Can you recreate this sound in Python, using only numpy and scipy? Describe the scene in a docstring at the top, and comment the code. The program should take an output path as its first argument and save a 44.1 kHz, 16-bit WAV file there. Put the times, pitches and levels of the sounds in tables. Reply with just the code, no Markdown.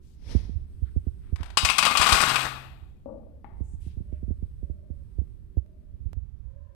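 """A sleeve swishes, then dry pet food slides from a plastic scoop into a steel bowl. A few single pellets
make the steel ring; a short rush follows and clatters on the growing heap, and the room echoes.
Two dull knocks come next, then faint tones moan far off. At the end the air is a quiet garden's.
All along, the left microphone hears the scene openly; the right one is muffled by the hand that
holds the camera and thumps whenever the fingers shift."""
import sys
import numpy as np
from scipy import signal
from scipy.fft import rfft, irfft, next_fast_len
from scipy.io import wavfile

SR = 44100
rng = np.random.default_rng(int(sys.argv[2]) if len(sys.argv) > 2 else 0)


def wrap_up_sound(samples):
    """Save the sound to the file named by the first command line argument, as 16-bit audio."""
    columns = np.atleast_2d(samples).T
    # keep every value between -1 and 1, then stretch to whole-number steps
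    tamed = np.clip(columns, -1, 1)
    steps = np.round(tamed * 32767).astype(np.int16)
    wavfile.write(sys.argv[1], SR, steps)


N = 297654
TIME = np.arange(N) / SR

# Levels in dB are relative. A ring time (t60) is how long a sound takes to fade by 60 dB.
# Single pellets hitting the steel. Each row: start in seconds, level in dB, then the extra
# drum of the bowl's floor, clink of its wall and high snap, each in dB.
SINGLE_PELLETS = [(1.572, -15, -3, 2.5, 3), (1.649, -15.5, -2, 0, 3), (1.688, -18.5, -4.5, 10, -6.5),
                  (1.699, -17.5, -2, 7.5, 3.5), (1.783, -14.5, -1, 1.5, 3.5), (1.827, -16.5, -0.5, 3, -2),
                  (1.852, -17.5, -4.5, -1, 1.5), (1.865, -17.5, 6, 1, -3), (1.91, -21.5, 4, 0.5, -3),
                  (1.952, -20, 3.5, 5, -10.5), (1.972, -18, -5, 0, 4.5), (1.998, -23, 4.5, -2, -0.5),
                  (2.014, -18.5, 2.5, 0.5, 4), (2.026, -20, -1.5, 0, 0), (2.067, -18, 0, 1, -1.5),
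                  (2.091, -17, 1.5, -2, 3.5), (2.124, -16.5, 3.5, -0.5, 6.5), (2.214, -22.5, -0.5, 2, 10),
                  (2.358, -19.5, 1, 7, 0), (2.445, -31, 10, -12, -7)]
# The bowl's clear tones. Each row: pitch in Hz, level in dB, ring time in seconds.
BOWL_TONES = [(842, -13.5, 0.27), (1037, -3.5, 0.12), (1147, 6.5, 0.069), (1203, 1, 0.13), (1356, -8, .2),
              (1450, -7, 0.2483), (2132, -8.5, 0.37), (2450, 1, 0.067), (2476, 2, 0.087), (2550, -5, 0.1),
              (2806, -9, 0.15), (2932, -11, 0.22), (3320, -5.5, .18), (3770, -10, 0.4), (4250, -11, 0.072),
              (4820, -5, 0.16), (7840, -12, 0.1902), (8060, -15.5, 0.12), (8406, -17, .08),
              (8900, -13.5, 0.14)]
# The wooden table's low tones. Each row: pitch in Hz, level in dB, ring time in seconds.
WOOD_TONES = [(131, -24.5, 1.5), (251.7, -29, .9)]
# Pellets slipping in the scoop. Each row: start in seconds, level in dB.
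SCOOP_SLIPS = [(1.359, -27), (1.409, -34.5), (1.431, -24.5), (1.443, -34), (1.459, -33.5), (1.503, -31)]
# Fingers shifting. Each row: start in seconds, thud in dB, tap in dB, tap sharpness (1 is usual).
FINGER_BUMPS = [(0.352, -8.5, -13, 1.16), (0.495, -40, -26, 1.03), (0.556, -17, -57, 0.59),
                (0.823, -13.5, -27.5, 0.78), (0.964, -11, -22, 1.15), (1.07, -15.5, -23.5, 1.1),
                (1.327, -13, -26, 1.08), (1.405, -19.5, -28.5, 1), (1.632, -16, -27, 1.12),
                (1.997, -22, -22, 1.1), (2.122, -14, -24.5, 1.28), (2.821, -32, -55, .7),
                (3.608, -17.5, -26, 1.13), (3.738, -31, -30, 0.71), (3.867, -24, -29, 0.9),
                (3.972, -20.5, -30.5, 0.97), (4.006, -24, -28.5, 1.02), (4.128, -20, -29.5, 1.38),
                (4.231, -22, -27.5, 1.1), (4.282, -19, -26, .9), (4.308, -18, -22, 1.08),
                (4.427, -19.5, -27.5, 1.05), (4.631, -22, -31, 1.3), (4.7, -19, -30.5, 1.3),
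                (4.904, -23, -29.5, 1.07), (5.187, -13.5, -28.5, 1.39), (5.217, -25, -31.5, 1.16),
                (5.572, -10.5, -24.5, 1.45), (6.057, -19, -43, 1.04), (6.169, -18.5, -39.5, 1.05)]
# The camera moving. Each row: start and end in seconds, then the grip's rumble, the rumble at
# the open microphone and the brushing, each in dB.
CAMERA_MOVES = [(0.3, 0.588, -31, -45, -78), (.7, 1.45, -39.5, -47, -72.5),
                (3.58, 4.653, -38.5, -44.5, -77), (4.945, 5.299, -39, -61.5, -78),
                (5.958, 6.518, -37, -78, -91)]
# Knocks in the room. Each row: start in seconds, level in dB, echo in dB, then the ringing tone's
# pitch in Hz, ring time in seconds and level in dB, and last the blow's spectrum.
ROOM_KNOCKS = [(3.059, -28.5, 5.5, 549.6, 0.35, -8, [(80, -13.5), (160, -14), (250, 3.5), (380, -12),
               (560, 6.5), (660, -9), (800, -12), (1000, -12.5), (1150, -19), (1450, -38.5), (2200, -67),
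               (6000, -83)]), (3.445, -28, -2, 804, 0.13, -16, [(100, 2), (250, -1.5), (400, -14),
               (600, -5.5), (800, -1.5), (950, -7), (1300, -9), (1600, -13), (2200, -19), (3000, -31),
               (6000, -54)])]
# Hand and bag rustles. Each row: start and length in seconds, level in dB, centre in Hz,
# width in octaves.
LIGHT_RUSTLES = [(0.002, 0.18, -69.5, 4500, 1), (0.851, 0.054, -65, 1530, 0.4),
                 (0.844, 0.055, -73, 3460, 0.3), (1.201, 0.13, -67.5, 1360, 0.85),
                 (3.619, 0.16, -68, 7640, 0.28), (3.794, 0.16, -66.5, 3020, 0.68),
                 (3.789, 0.12, -67.5, 8400, 0.36), (4.108, 0.095, -72, 2073, 0.44)]
# Far-off moans. Each row: start and length in seconds, level in dB, top pitch in Hz, overtones in dB.
FAR_MOANS = [(4.033, 0.39, -62, 615, -37), (4.58, 0.51, -61.5, 593, -44), (5.528, 0.56, -68.5, 613, -38.5),
             (6.428, 0.49, -62, 567, -14.5)]
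# A moan's overtones. Each row: multiple of the pitch, level in dB.
MOAN_OVERTONES = [(1.8, 3.5), (2.95, -5.5)]
# How long the room echoes. Each row: frequency in Hz, ring time in seconds.
ROOM_RING_TIMES = [(150, .7), (600, 0.95), (1200, 0.6), (3600, .7), (5200, .54), (9000, .46), (14000, 0.79)]

# A spectrum says how strong a sound's lows and highs are. Each row: frequency in Hz, level in dB.
STEEL_SPECTRUM = [(130, -13.5), (400, -17.5), (650, -11), (820, -1), (930, -8), (1130, 4.5), (1750, -8),
                  (2250, -5), (2600, -1.5), (3300, -6), (4800, -10), (6800, -15.5), (8400, -12),
                  (14500, -32)]  # the bowl's thin metal
HEAP_SPECTRUM = [(130, -6.5), (450, -12), (800, -6), (1250, 4), (1900, -2.5), (2700, -13), (4800, -15),
                 (6800, -25.5), (8400, -16.5), (11000, -41.5), (15000, -33)]  # a pellet landing on other pellets
GRIT_SPECTRUM = [(1000, -22), (3000, -9), (6500, -7.5), (8400, -0.5), (11000, -6.5), (15000, -15)]  # pellets grazing each other
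SCOOP_SPECTRUM = [(300, -10.5), (800, 0.5), (1400, -1), (2200, -4), (5000, -11), (7000, -18.5),
                  (9000, -16.5), (14000, -31.5)]  # a pellet ticking on plastic
THUD_SPECTRUM = [(18, -30.5), (30, -12.5), (45, -3), (62, 5), (88, 0.5), (125, -16.5), (250, -53),
                 (1000, -88.5)]  # the camera's case rocking
TAP_SPECTRUM = [(40, -29), (150, 8), (230, 4), (400, -10), (600, -27), (850, -43.5), (1300, -60),
                (4500, -67), (12000, -77.5)]  # a finger tapping the case
SKIN_SPECTRUM = [(60, -10.5), (150, 11.5), (400, -6), (650, -12.5), (900, -28), (1500, -36.5), (4000, -47),
                 (12000, -64.5)]  # skin dragging over the case
GRIP_SPECTRUM = [(20, -11), (45, -2), (75, -1.5), (110, -11.5), (160, -22), (300, -40), (700, -59),
                 (2500, -69.5), (10000, -89.5)]  # the gripping hand's rumble
SLEEVE_SPECTRUM = [(100, -9), (200, 2.5), (500, -5.5), (1400, -16.5), (2100, -11.5), (2800, -15.5),
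                   (3700, -13), (4500, -14.5), (5500, -10), (7000, -26), (10000, -24.5), (14000, -40.5)]  # cloth swishing
BRUSH_SPECTRUM = [(400, -5.5), (1400, 1), (3500, -4.5), (5200, -6), (7000, -12.5), (8500, 1), (10500, -9),
                  (15000, -11)]  # the hand brushing the case
INDOOR_SPECTRUM = [(60, -1.5), (160, 3), (300, -6.5), (450, -13.5), (700, -26), (1200, -29.5),
                   (2500, -37.5), (5000, -42.5), (7000, -48), (8500, -42.5), (11000, -45), (15000, -44.5)]  # the room's air
GARDEN_SPECTRUM = [(25, -14), (80, -27), (160, -27), (350, -2.5), (700, -13), (1200, -16), (2500, -25),
                   (6000, -34), (15000, -38)]  # the garden's air
RUMBLE_SPECTRUM = [(20, -13), (45, -8.5), (72, 0.5), (110, -21.5), (300, -48.5), (1000, -81.5)]  # deep rumble of the room and the moving camera
COVERED_SPECTRUM = [(60, -5), (200, -8.5), (500, -15), (900, -22), (1800, -26.5), (3200, -22), (4800, -26),
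                    (7500, -41.5), (15000, -34)]  # what gets through the hand to the right microphone
CLICK_SPECTRUM = [(100, 2.0), (400, 3), (1200, -8.0), (4000, -21), (15000, -29.5)]
HISS_SPECTRUM = [(500, -11.5), (2500, -3.5), (7000, -11), (15000, -13.5)]

FIRST_S, FULLEST_S, EMPTY_S = 1.58, 2.16, 2.465  # the flow starts, peaks and runs out
FORCE_POWER = 1.7  # a thicker flow lands harder
TOP_HZ = 15500  # upper limit of the treble


def pour(spot_spread_db=3.5, spots=48, single_db=2.5, rebound_s=.003, rebound_db=-5.5):
    """Single pellets land on an edge, then slap flat on the bare steel; the stream joins them."""
    starts, levels, *tone_db = np.transpose(SINGLE_PELLETS)
    stream_tone_db = spot_spread_db * rng.standard_normal((len(tone_db), spots))
    rings = bowl_rings(*np.hstack([stream_tone_db, tone_db, tone_db]))
    stream_rings, edge_rings, flat_rings = np.split(rings, [spots, spots + len(starts)])
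    out = np.zeros(N)
    for start, db, edge, flat in zip(starts, levels, edge_rings, flat_rings):
        add(out, start, amp(db + single_db) * edge)
        add(out, start + rebound_s, amp(db + single_db + rebound_db) * flat)
    return out + stream(stream_rings)


def stream(rings, peak_per_s=450, db=-18, spread_db=4, final_heap_share=.65, heap_power=2.3):
    """Rushing pellets ring the steel; as the bowl fills, more of them clack on the heap instead."""
    thickness = flow()
    fallen = np.cumsum(peak_per_s * thickness) / SR
    delay, force, target, place = rng.random((1500, 4))[:int(fallen[-1])].T
    landings = np.searchsorted(fallen, np.arange(len(delay)) + delay)
    weights = unit(amp(spread_db * np.minimum(-np.log(1 - force), 3)))  # most land lightly, a few hard
    weights *= amp(db) * thickness[landings] ** FORCE_POWER * np.sqrt(SR / peak_per_s)
    on_heap = target < final_heap_share * (fallen[landings] / fallen[-1]) ** heap_power
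    clacks = [clack(HEAP_SPECTRUM, t60=.019) for _ in rings]
    spots = (place * len(rings)).astype(int)
    out = np.zeros(N)
    for landing, weight, hits_heap, spot in zip(landings, weights, on_heap, spots):
        sound = clacks[spot] if hits_heap else rings[spot]
        add(out, landing / SR, weight * sound / np.linalg.norm(sound))
    return out


def flow(swell_s=.235, ebb_s=.28, stop_s=.036):
    """How thickly pellets leave the scoop, from 0 to 1: it swells, ebbs and stops when empty."""
    width = np.where(TIME < FULLEST_S, swell_s, ebb_s)
    bell = np.exp(-.5 * ((TIME - FULLEST_S) / width) ** 2)
    return bell * (TIME > FIRST_S) * np.exp(-np.maximum(TIME - EMPTY_S, 0) / stop_s)


def bowl_rings(drum_db, clink_db, snap_db, clear_db=4, clink_hz=2510, detune=.004, count=520):
    """One ring of the bowl per hit: each spot stirs the same tones in its own mix."""
    t = np.arange(15000) / SR
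    # thin steel has a crowd of tones that die fast; a few clear ones stand out
    crowd_hz = (np.arange(count) + rng.random(count) + 4) * TOP_HZ / (count + 4)
    crowd_fade = dying(t, t60=.087) + .078 * dying(t, t60=.28)
    crowd = amp(read(STEEL_SPECTRUM, crowd_hz))[:, None] * crowd_fade
    clear_hz, tone_db, t60 = np.transpose(BOWL_TONES)
    clear = amp(tone_db + clear_db)[:, None] * dying(t, t60[:, None])
    hz = np.r_[crowd_hz, clear_hz]
    tones = np.r_[crowd, clear] * np.sin(2 * np.pi * (hz[:, None] * t + rng.random((len(hz), 1))))
    shape = (len(drum_db), len(hz))
    spot_gain = rng.uniform(.26, 2.9, shape) * rng.choice([-1, 1], shape)
    drum = 1 / (1 + (hz / 1700) ** 6)
    snap = 1 / (1 + (4000 / hz) ** 6)
    clink = np.exp(-.5 * (np.log2(hz / clink_hz) / .14) ** 2)
    boost_db = np.outer(drum_db, drum) + np.outer(clink_db, clink) + np.outer(snap_db, snap)
    rings = (spot_gain * amp(boost_db)) @ tones
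    # pellets lying on the steel shift its pitch a little from hit to hit
    rings = np.array([np.interp(t * (1 + detune * rng.uniform(-1, 1)), t, ring) for ring in rings])
    first_10_ms = rings[:, :SR // 100]
    return rings / np.sqrt(np.mean(first_10_ms ** 2, axis=1, keepdims=True))


def grit(db=-36, ticks_per_s=900, spread_db=3, settle_db=-27, settle_s=.19):
    """Pellets graze each other with tiny dry ticks as they fall, and briefly as the heap settles."""
    strengths = amp(spread_db * np.minimum(rng.exponential(1, N), 3)) * rng.choice([-1, 1], N)
    ticks = strengths * (rng.random(N) < ticks_per_s / SR)
    crackle = unit(signal.oaconvolve(ticks, clack(GRIT_SPECTRUM, t60=.02))[:N])
    settling = (TIME > EMPTY_S) * np.exp(-np.maximum(TIME - EMPTY_S, 0) / settle_s)
    return amp(db) * (flow() ** FORCE_POWER + amp(settle_db) * settling) * crackle


def tabletop(food):
    """The falling food shakes the wood under the bowl, which hums on at its lowest tones."""
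    ring, t = np.zeros(SR), TIME[:SR]
    for hz, db, t60 in WOOD_TONES:
        tone = np.sin(2 * np.pi * hz * t) * dying(t, t60)
        ring += amp(db) * tone / np.linalg.norm(tone)
    return signal.oaconvolve(food, ring)[:N]


def scoop(tick_db=-2, slide_db=-52, slide_start_s=1.355):
    """Pellets slide along the plastic as it tips, ticking against it."""
    out = np.zeros(N)
    add(out, slide_start_s, amp(slide_db) * rub(length_s=.17, hz=1100, octaves=.9))
    for start, db in SCOOP_SLIPS:
        add(out, start, amp(db + tick_db) * clack(SCOOP_SPECTRUM, t60=.04))
    return out


def hand(rest_db=-46.5, tap_boost_db=1, skin_db=-19, drag_s=.004):
    """Fingers tap the case, rock it and drag over it; the grip rumbles, faintly even at rest."""
    out = np.hypot(movement(column=2), amp(rest_db)) * noise(GRIP_SPECTRUM)
    drag = np.zeros(N)
    thud = peak_one(pulse(THUD_SPECTRUM))
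    progress = TIME[:SR // 10] / drag_s
    stroke = peak_one(progress ** 2 * np.exp(-progress))  # builds smoothly, then dies
    for start, thud_db, tap_db, sharpness in FINGER_BUMPS:
        tap = peak_one(pulse([(hz * sharpness, db) for hz, db in TAP_SPECTRUM]))
        add(out, start - .002, amp(thud_db) * thud + amp(tap_db + tap_boost_db) * tap)
        add(drag, start, amp((thud_db + tap_db) / 2 + skin_db) * stroke)
    return out + drag * noise(SKIN_SPECTRUM)


def movement(column, ease_in_s=.06, ease_out_s=.18):
    """Loudness over time from one column of the camera's moves: each eases in, holds and dies away."""
    gains = []
    for move in CAMERA_MOVES:
        rise = np.minimum(TIME - move[0], 0) / ease_in_s
        fall = np.maximum(TIME - move[1], 0) / ease_out_s
        gains.append(amp(move[column]) * np.exp(rise - fall))
    return np.max(gains, axis=0)


def knocks(rattle=.44):
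    """Dull blows a little way off: one push, a short rattle, one lasting tone and much echo."""
    out, t = np.zeros(N), TIME[:SR]
    for start, db, echo_db, hz, ring_t60, ring_db, spectrum in ROOM_KNOCKS:
        blow = np.zeros(N)
        push = peak_one(pulse(spectrum))
        add(blow, start, amp(db) * (push + rattle * clack(spectrum, t60=.075)))
        out += blow + amp(echo_db) * room(blow, build_s=.016)
        add(out, start, amp(db + ring_db) * np.sin(2 * np.pi * hz * t) * dying(t, ring_t60))
    return out


def click(start_s=6.132, db=-31):
    """One small dry click."""
    out = np.zeros(N)
    add(out, start_s, amp(db) * peak_one(pulse(CLICK_SPECTRUM)))
    return out


def rustles(swish_s=.315, swish_db=-41.5, rise_db_per_s=219, fall_db_per_s=128.5):
    """A sleeve swishes once as the camera draws back; the hand and the bag brush lightly."""
    since = TIME - swish_s
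    swish = amp(swish_db + np.minimum(rise_db_per_s * since, -fall_db_per_s * since))
    out = swish * noise(SLEEVE_SPECTRUM) + movement(column=4) * noise(BRUSH_SPECTRUM)
    for start, length, db, hz, octaves in LIGHT_RUSTLES:
        add(out, start, amp(db) * rub(length, hz, octaves))
    return out


def moans(octaves=.082, skew=.82, bend=.1):
    """Hollow far-off tones; loudness and pitch rise and sink together in one arch."""
    out = np.zeros(N)
    for start, length, db, hz, upper_db in FAR_MOANS:
        size = int(length * SR)
        upper = sum(amp(level) * band(ratio * hz, octaves, size) for ratio, level in MOAN_OVERTONES)
        tone = band(hz, octaves, size) + amp(upper_db) * upper
        arch = np.sin(np.pi * np.linspace(0, 1, size) ** skew)
        position = np.cumsum(1 - bend * (1 - arch))  # slower, and so lower, at both ends
        add(out, start, amp(db) * arch * np.interp(position, np.arange(size), tone))
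    return out


def ambience(garden_s=6.135, indoor_db=-56, garden_db=-72, rumble_db=-53, drone_hz=376, drone_db=-70):
    """Room rumble and a thin drone, then at 6.135 s the background switches to a quiet garden; moving the
    camera adds rumble."""
    inside = TIME < garden_s
    indoors = amp(indoor_db) * noise(INDOOR_SPECTRUM)
    indoors += amp(drone_db) * band(drone_hz, octaves=.012, size=next_fast_len(N))[:N]
    air = np.where(inside, indoors, amp(garden_db) * noise(GARDEN_SPECTRUM))
    return air + np.hypot(movement(column=3), amp(rumble_db) * inside) * noise(RUMBLE_SPECTRUM)


def room(sound, build_s=.014):
    """Hard walls blur a sound into an echo that builds quickly; each pitch fades at its own pace."""
    hz, t, bands = signal.stft(rng.standard_normal(SR), SR, nperseg=256)
    fade = dying(t, read(ROOM_RING_TIMES, hz)[:, None])
    tail = signal.istft(bands * fade * (1 - np.exp(-t / build_s)), SR, nperseg=256)[1]
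    return signal.oaconvolve(sound, tail / np.linalg.norm(tail))[:N]


def clack(spectrum, t60, size=4096):
    """A blow on something with many close tones that die quickly."""
    burst = rng.standard_normal(size) * dying(np.arange(size) / SR, t60)
    return peak_one(colour(burst, spectrum))


def rub(length_s, hz, octaves):
    """A short rub: a band of noise that fades in and out."""
    size = int(length_s * SR)
    return band(hz, octaves, size) * signal.windows.tukey(size, .5)


def band(hz, octaves, size):
    """Noise gathered around one pitch."""
    freqs = np.fft.rfftfreq(size, 1 / SR) + 1
    bell = np.exp(-.5 * (np.log2(freqs / hz) / octaves) ** 2)
    return unit(irfft(rfft(rng.standard_normal(size)) * bell, size))


def noise(spectrum):
    """Steady noise with this spectrum."""
    return unit(colour(rng.standard_normal(N), spectrum))


def colour(sound, spectrum):
    """Filters a sound by a spectrum."""
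    return signal.oaconvolve(sound, pulse(spectrum))[:len(sound)]


def pulse(spectrum, size=8192):
    """The tightest single tap that has this spectrum."""
    log_gain = np.log(amp(read(spectrum, abs(np.fft.fftfreq(size, 1 / SR)))))
    return np.fft.ifft(np.exp(np.conj(signal.hilbert(log_gain)))).real[:size // 2]


def read(table, hz):
    """Looks up a frequency in a table, sliding smoothly between its rows."""
    freqs, values = np.transpose(table)
    return np.interp(np.log(hz + 1), np.log(freqs + 1), values)


def dying(t, t60):
    """Fades by 60 dB in t60 seconds."""
    return np.exp(-np.log(1000) * t / t60)


def amp(db):
    """Turns decibels into a gain."""
    return 10 ** (np.asarray(db) / 20)


def unit(x):
    """Scales to an average strength (rms) of 1."""
    return x / np.sqrt(np.mean(x ** 2) + 1e-20)


def peak_one(x):
    """Scales to a peak of 1."""
    return x / abs(x).max()


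def add(mix, start_s, sound):
    """Adds a sound to the mix at its start time."""
    part = mix[max(round(start_s * SR), 0):][:len(sound)]
    part += sound[:len(part)]


def scene(room_db=-6.5, covered_room_db=-2, covered_direct_db=-3, leak_db=-50, hiss_db=-84):
    """The open microphone is on the left, the one covered by the hand on the right."""
    food = pour() + grit()
    near = food + tabletop(food) + scoop() + rustles()
    far = knocks() + moans() + ambience()
    touch = hand() + click()
    hiss = amp(hiss_db) * noise(HISS_SPECTRUM)
    left = near + amp(room_db) * room(near) + far + amp(leak_db) * touch
    at_hand = amp(covered_direct_db) * near + amp(covered_room_db) * room(near) + far
    right = colour(at_hand, COVERED_SPECTRUM) + touch + hiss
    return np.array([left, right])


def record(dry):
    """Rounds off the loudest peaks, then cuts the highest treble."""
    rounded = dry / (1 + dry ** 6) ** (1 / 6)
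    low_pass = signal.firwin(301, TOP_HZ, window=("kaiser", 9), fs=SR)
    return signal.oaconvolve(rounded, low_pass[None], "same")


dry = scene()
out = record(dry)
wrap_up_sound(out)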